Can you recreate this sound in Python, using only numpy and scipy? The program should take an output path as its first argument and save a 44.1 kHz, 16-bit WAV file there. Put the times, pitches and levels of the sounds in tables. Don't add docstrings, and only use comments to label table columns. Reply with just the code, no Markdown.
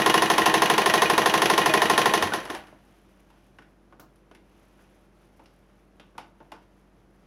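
import sys
import numpy as np
from scipy import signal
from scipy.fft import rfft, irfft
from scipy.io import wavfile
from scipy.ndimage import uniform_filter1d, map_coordinates

SR = 44100
rng = np.random.default_rng(int(sys.argv[2]) if len(sys.argv) > 2 else 0)


def pcm_store(signal):
    levels = np.round(np.clip(np.atleast_2d(signal), -1, 1) * 32767)
    wavfile.write(sys.argv[1], SR, levels.astype(np.int16).T)


N = 320166
TIME = np.arange(N) / SR
HIT_TIME = TIME[:SR // 3]
BANDS_HZ = 1000 * 2 ** (np.arange(-11, 13) / 3)
BAND_FILTERS = [signal.butter(2, [hz / 2 ** (1 / 6), hz * 2 ** (1 / 6)], "band", fs=SR, output="sos")
                for hz in BANDS_HZ]
STITCHES_PER_S, FIRST_STITCH_S, RELEASE_S, COAST_S = 12.521, -.0197, 2.1431, .8905
EASE_DB_PER_S = 0.33


def from_db(db):
    return 10 ** (np.asarray(db) / 20)


def at_hz(points, hz=BANDS_HZ):
    points = np.array(points)
    return np.interp(np.log(hz), np.log(points[:, 0]), points[:, 1])


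def band_gains(colour):
    gains = from_db(at_hz(colour)) * np.sqrt(BANDS_HZ)
    return gains / np.linalg.norm(gains)


def add(track, s, sound):
    start = round(s * SR)
    first, last = max(start, 0), min(start + len(sound), N)
    track[first:last] += sound[first - start:last - start]


def noise(colour):
    bins_hz = np.arange(1, N // 2 + 2) * SR / N
    shaped = irfft(rfft(rng.standard_normal(N)) * from_db(at_hz(colour, bins_hz)), N)
    shaped = signal.sosfilt(signal.butter(2, 55, "high", fs=SR, output="sos"), shaped)
    return shaped / shaped.std()


def flicker(samples):
    wobble = uniform_filter1d(rng.standard_normal(N), size=samples)
    return wobble / wobble.std()


def swell(peak_s, length_s, db):
    return from_db(db) * np.cos(np.pi * np.clip((TIME - peak_s) / length_s, -.5, .5))


def resonate(sound, peaks):
    for hz, width_hz, db in peaks:
        band = signal.lfilter(*signal.iirpeak(hz, hz / width_hz, fs=SR), sound)
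        sound = sound + (from_db(db) - 1) * band
    return sound


def contact(rise_s, t60, treble_haste, room_db, rise_cycles=0.8):
    # frequency in Hz, time to fall 60 dB in seconds.
    room_decay = [(150, 0.74), (530, 0.33), (3500, 0.3), (10000, 0.17)]
    white = rng.standard_normal((2, len(HIT_TIME) + SR // 20))
    log_decay = -2 * np.log(1000) * HIT_TIME
    bands = []
    for k, (hz, room_t60) in enumerate(zip(BANDS_HZ, at_hz(room_decay))):
        attack = 1 - np.exp(-np.minimum(HIT_TIME / (rise_s + rise_cycles / hz), 10) ** 2)
        direct_power = np.exp(log_decay / t60 * (hz / 1000) ** treble_haste)
        room_power = from_db(room_db) ** 2 * np.exp(log_decay / room_t60)
        hiss = signal.sosfilt(BAND_FILTERS[k], white[k % 2])[-len(HIT_TIME):]
        band = hiss * attack * np.sqrt(direct_power + room_power)
        bands.append(band / np.sqrt(np.sum(band ** 2) / (SR / 100)))
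    return np.array(bands)


def room_tone(air_db=-61.5):
    # frequency in Hz, level in dB.
    air_colour = [(35, -32), (60, -5), (98, -4), (338, -4.5), (417, -7.5), (1470, -18.5), (4220, -34),
                  (6140, -35.5), (8120, -43.5), (10300, -36), (16000, -53.5)]
    partials = [(48.4, -63.5), (145.3, -76), (193.8, -68), (301.5, -74.5), (339.1, -72), (597.5, -78)]
    hum = sum(from_db(db) * np.sqrt(2) * np.sin(2 * np.pi * (hz * TIME + rng.random()))
              for hz, db in partials)
    return hum + from_db(air_db) * noise(air_colour)


def cloth(held_db=-72.5, rustle_db=-3.0, swish_db=-14.5, clump_db=2.0, scratch_db=3.0):
    # peak time in seconds, length in seconds, level in dB.
    pushes = [(2.9, 1, -65), (3.42, 0.54, -67), (4.751, 0.88, -65.5), (5.445, 0.86, -69), (6.2, 0.28, -72),
              (6.8, .25, -72), (7.27, .3, -68)]
    # frequency in Hz, relative level in dB.
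    rustle_colour = [(300, -3), (700, 3), (1500, -2), (3000, -5), (4200, -12.5), (6000, -12.5),
                     (8000, -26.5), (16000, -41.5)]
    swish_colour = [(3000, -22.5), (6000, -4.5), (7800, -8), (10500, 1.5), (12500, -5), (14000, -6),
                    (16000, -17)]
    motion = np.hypot(from_db(held_db), sum(swell(*push) for push in pushes))
    catches, clumps = flicker(300), flicker(2500)
    rustle = from_db(rustle_db) * noise(rustle_colour)
    swish = from_db(swish_db + scratch_db * catches) * noise(swish_colour)
    return motion * (rustle + swish) * from_db(clump_db * clumps)


def snap(start_s=3.998, level_db=-52.0):
    # frequency in Hz, relative level in dB.
    metal_colour = [(1000, -17), (4000, -1), (6300, 0.5), (8000, -7), (12000, 1), (16000, -1)]
    click = contact(rise_s=.0003, t60=.04, treble_haste=.3, room_db=-9.0)
    out = np.zeros(N)
    add(out, start_s, from_db(level_db) * band_gains(metal_colour) @ click)
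    return out


def taps(level_db=-8.5, ring_db=9.0, ring_q=4.1, lead_s=0.0005, falloff_db=1.96):
    # time in seconds, relative level in dB, ring in Hz, brightness in dB per octave.
    knocks = [(2.321, -27, 1570, -1), (2.339, -33.5, 700, -2), (2.4527, -37.5, 900, 3),
              (2.497, -34, 350, -1.5), (2.549, -34.5, 790, 3.0), (2.67, -56, 1300, 3.5),
              (2.7259, -52.5, 750, -5.5), (3.3024, -57.5, 1010, .6), (3.586, -46.5, 1800, -0.5),
              (3.622, -59, 1767, 2), (3.925, -52, 1220, -3), (3.996, -47, 1140, -3.2),
              (4.158, -67.5, 10400, 4), (4.313, -48, 424, -1), (4.3488, -57, 2070, 4.5),
              (4.7915, -57.5, 1517, -4), (5.394, -51.5, 900, -2.5), (5.458, -55.5, 5030, 1.5),
              (5.998, -47, 3320, 0.4), (6.152, -56, 1295, -6), (6.1801, -37, 900, 1.7),
              (6.403, -49, 910, -4.5), (6.5188, -39, 920, 0.4)]
    # frequency in Hz, relative level in dB.
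    hollow_colour = [(90, 0), (180, 1), (300, -1), (420, -3.5), (650, 0), (1400, -3.5), (2000, -3),
                     (2900, -2.5), (4000, -2.5), (6000, 1.5), (7800, -24), (10500, 11.5), (13000, -10),
                     (16000, -17)]
    # centre in Hz, width in Hz, gain in dB.
    shell = [(316, 45, 7), (380, 42, -4), (1477, 57, 7), (2080, 350, -0.5), (2820, 250, 4.5),
             (4240, 280, -8)]
    out, octaves = np.zeros(N), np.log2(BANDS_HZ / 1000)
    for s, db, ring_hz, brightness_db in knocks:
        colour_db = at_hz(hollow_colour) + brightness_db * octaves - falloff_db * octaves ** 2
        bands = contact(rise_s=0.0003, t60=0.053, treble_haste=0.17, room_db=-10.5)
        knock = from_db(colour_db + db + level_db) @ bands
        add(out, s - lead_s, resonate(knock, [(ring_hz, ring_hz / ring_q, ring_db)]))
    return resonate(out, shell)


def shaft(s):
    coast_left = np.clip(1 - (s - RELEASE_S) / COAST_S, 0, 1)
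    driven_s = np.minimum(s, RELEASE_S) - FIRST_STITCH_S
    turns = STITCHES_PER_S * (driven_s + COAST_S * (1 - coast_left ** 3) / 3)
    return turns, coast_left ** 2


def drive(level_db=-30, speed_exponent=1.58, chatter_db=2.0, gear_share=0.2):
    # frequency in Hz, relative level in dB.
    whirr_colour = [(80, -15), (170, -9.5), (330, -2), (520, -2.5), (850, -2), (1300, -4), (1900, -7.5),
                    (3000, -15.5), (5800, -29), (7800, -31.5), (11000, -28.5), (16000, -40)]
    turns, speed = shaft(TIME)
    turn_samples = round(SR / STITCHES_PER_S)
    orders_hz = np.arange(1, turn_samples // 2 + 2) * SR / turn_samples
    order_gains = from_db(at_hz(whirr_colour, orders_hz)) * (orders_hz > BANDS_HZ[0])
    one_turn = irfft(order_gains * np.exp(2j * np.pi * rng.random(len(orders_hz))), turn_samples)
    gears = map_coordinates(one_turn / one_turn.std(), [turns % 1 * turn_samples], mode="grid-wrap")
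    friction = from_db(chatter_db * flicker(130)) * noise(whirr_colour)
    running = from_db(level_db - EASE_DB_PER_S * TIME) * speed ** speed_exponent
    drag = swell(peak_s=2.555, length_s=0.12, db=-41)
    share = gear_share * speed
    return np.hypot(running, drag) * (np.sqrt(share) * gears + np.sqrt(1 - share) * friction)


def blows(angle_turns, speed_exponent, force_db=1.5, play_s=.0006):
    clock = np.arange(-1 / STITCHES_PER_S, RELEASE_S + COAST_S, 1e-3)
    turns, _ = shaft(clock)
    times = np.interp(np.arange(angle_turns, turns[-1]), turns, clock)
    _, speed = shaft(times)
    levels_db = force_db - EASE_DB_PER_S * times + speed_exponent * 20 * np.log10(speed)
    return times + play_s * rng.standard_normal(len(times)), levels_db


def ring(hits, modes, vary_db):
    hz, db, t60 = np.transpose(modes)[:, :, None]
    tones = from_db(db - 60 * HIT_TIME / t60) * np.sin(2 * np.pi * hz * HIT_TIME)
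    out, signs = np.zeros(N), (-1) ** np.arange(len(hz))
    for s, hit_db in zip(*hits):
        strengths = signs * from_db(hit_db + vary_db * rng.standard_normal(len(hz)))
        add(out, s, strengths @ tones)
    return signal.sosfilt(signal.butter(2, 75, "high", fs=SR, output="sos"), out)


def clatter(hits, colour, shape, level_db, vary_db):
    # frequency in Hz, share of the power from 0 to 1.
    repeat_share = [(150, .94), (800, .92), (1700, .72), (4000, .75), (10000, .55)]
    out, gains, alike = np.zeros(N), band_gains(colour), at_hz(repeat_share)
    same = (gains * np.sqrt(alike)) @ contact(**shape)
    for s, db in zip(*hits):
        fresh = (gains * np.sqrt(1 - alike)) @ contact(**shape)
        add(out, s, from_db(db + level_db + vary_db * rng.standard_normal()) * (same + fresh))
    return out


def stitching(touch_turn=-.026, rebound_turn=.17, feed_turn=.24, return_turn=.465, shudder_s=2.235):
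    # frequency in Hz, relative level in dB.
    needle_colour = [(90, -27), (200, -19.5), (345, 1.5), (520, -6.5), (750, -1.5), (1000, -0.5),
                     (1300, -11), (1850, -8), (2200, -15), (3100, -11.5), (4200, -16), (5800, -20),
                     (7800, -35), (11000, -20), (16000, -43)]
    return_colour = [(90, -14.5), (200, -15.5), (370, 5), (550, -3.5), (1000, 1), (1350, -3), (1850, -7),
                     (2800, -2.5), (4200, -16), (6000, -17), (7800, -33), (11000, -20), (16000, -36)]
    # pitch in Hz, relative level in dB on the needle stroke,
    # the same on the return stroke, t60 in seconds.
    casing_modes = [(326.2, -27.5, -41.5, 0.32), (405, -30.5, -36, .22), (477.5, -33.5, -43.5, 0.19),
                    (634.3, -33, -36.5, 0.34), (707, -27.5, -38, 0.1), (785, -32.5, -40, 0.094),
                    (895, -32.5, -40.5, 0.14), (1015, -23.5, -36.5, 0.17), (1061.4, -19.5, -33, 0.2),
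                    (1130, -33.5, -38.5, 0.12), (1791, -28, -39.5, 0.13), (1900, -28.5, -38.5, 0.16),
                    (2466, -36.5, -31.5, 0.11), (2895, -36.5, -36, 0.17), (3110, -34.5, -40, .07)]
    # pitch in Hz, relative level in dB, t60 in seconds.
    table_modes = [(102, -46.5, 0.05), (150.4, -32, .17), (185, -31, 0.088), (215, -29.5, 0.16),
                   (256, -39.5, .12)]
    needle = blows(0, speed_exponent=1.66)
    touch, rebound, feed, upstroke = (blows(angle, speed_exponent=2.4)
                                      for angle in (touch_turn, rebound_turn, feed_turn, return_turn))
    hard = dict(rise_s=.0012, t60=.053, treble_haste=.36, room_db=-12)
    light = dict(rise_s=.0008, t60=.062, treble_haste=.22, room_db=-13)
    out = clatter(needle, needle_colour, hard, level_db=-15.5, vary_db=.4)
    out += clatter(touch, return_colour, light, level_db=-34, vary_db=6.0)
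    out += clatter(rebound, needle_colour, light, level_db=-29.5, vary_db=3.5)
    out += clatter(upstroke, return_colour, light, level_db=-23, vary_db=2.64)
    out += ring(needle, np.array(casing_modes)[:, [0, 1, 3]], vary_db=1.0)
    out += ring(upstroke, np.array(casing_modes)[:, [0, 2, 3]], vary_db=4.5)
    out += ring(feed, table_modes, vary_db=1.05)
    shudder = ([shudder_s], [0])
    return out + ring(shudder, [(96, -31.5, 0.24)], vary_db=2.7)


def scene():
    # centre in Hz, width in Hz, gain in dB.
    steel_peaks = [(1810, 170, 4.5), (2980, 200, 3.5), (3840, 38, 6), (5900, 130, 9), (6330, 90, 9),
                   (10760, 700, 8.5), (12300, 320, -2)]
    casing_dips = [(263, 24, -7.0), (440, 16, -2), (568, 32, -5.5), (1260, 140, -3.0)]
    machine = resonate(stitching() + drive(), steel_peaks + casing_dips)
    return (machine + taps() + snap() + cloth() + room_tone())[None]


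def record(dry):
    ceiling, cutoff_hz = .56, 16000
    rounded = dry / (1 + (dry / ceiling) ** 4) ** (1 / 4)
    return signal.sosfilt(signal.ellip(10, .2, 80, cutoff_hz, fs=SR, output="sos"), rounded)


dry = scene()
out = record(dry)
pcm_store(out)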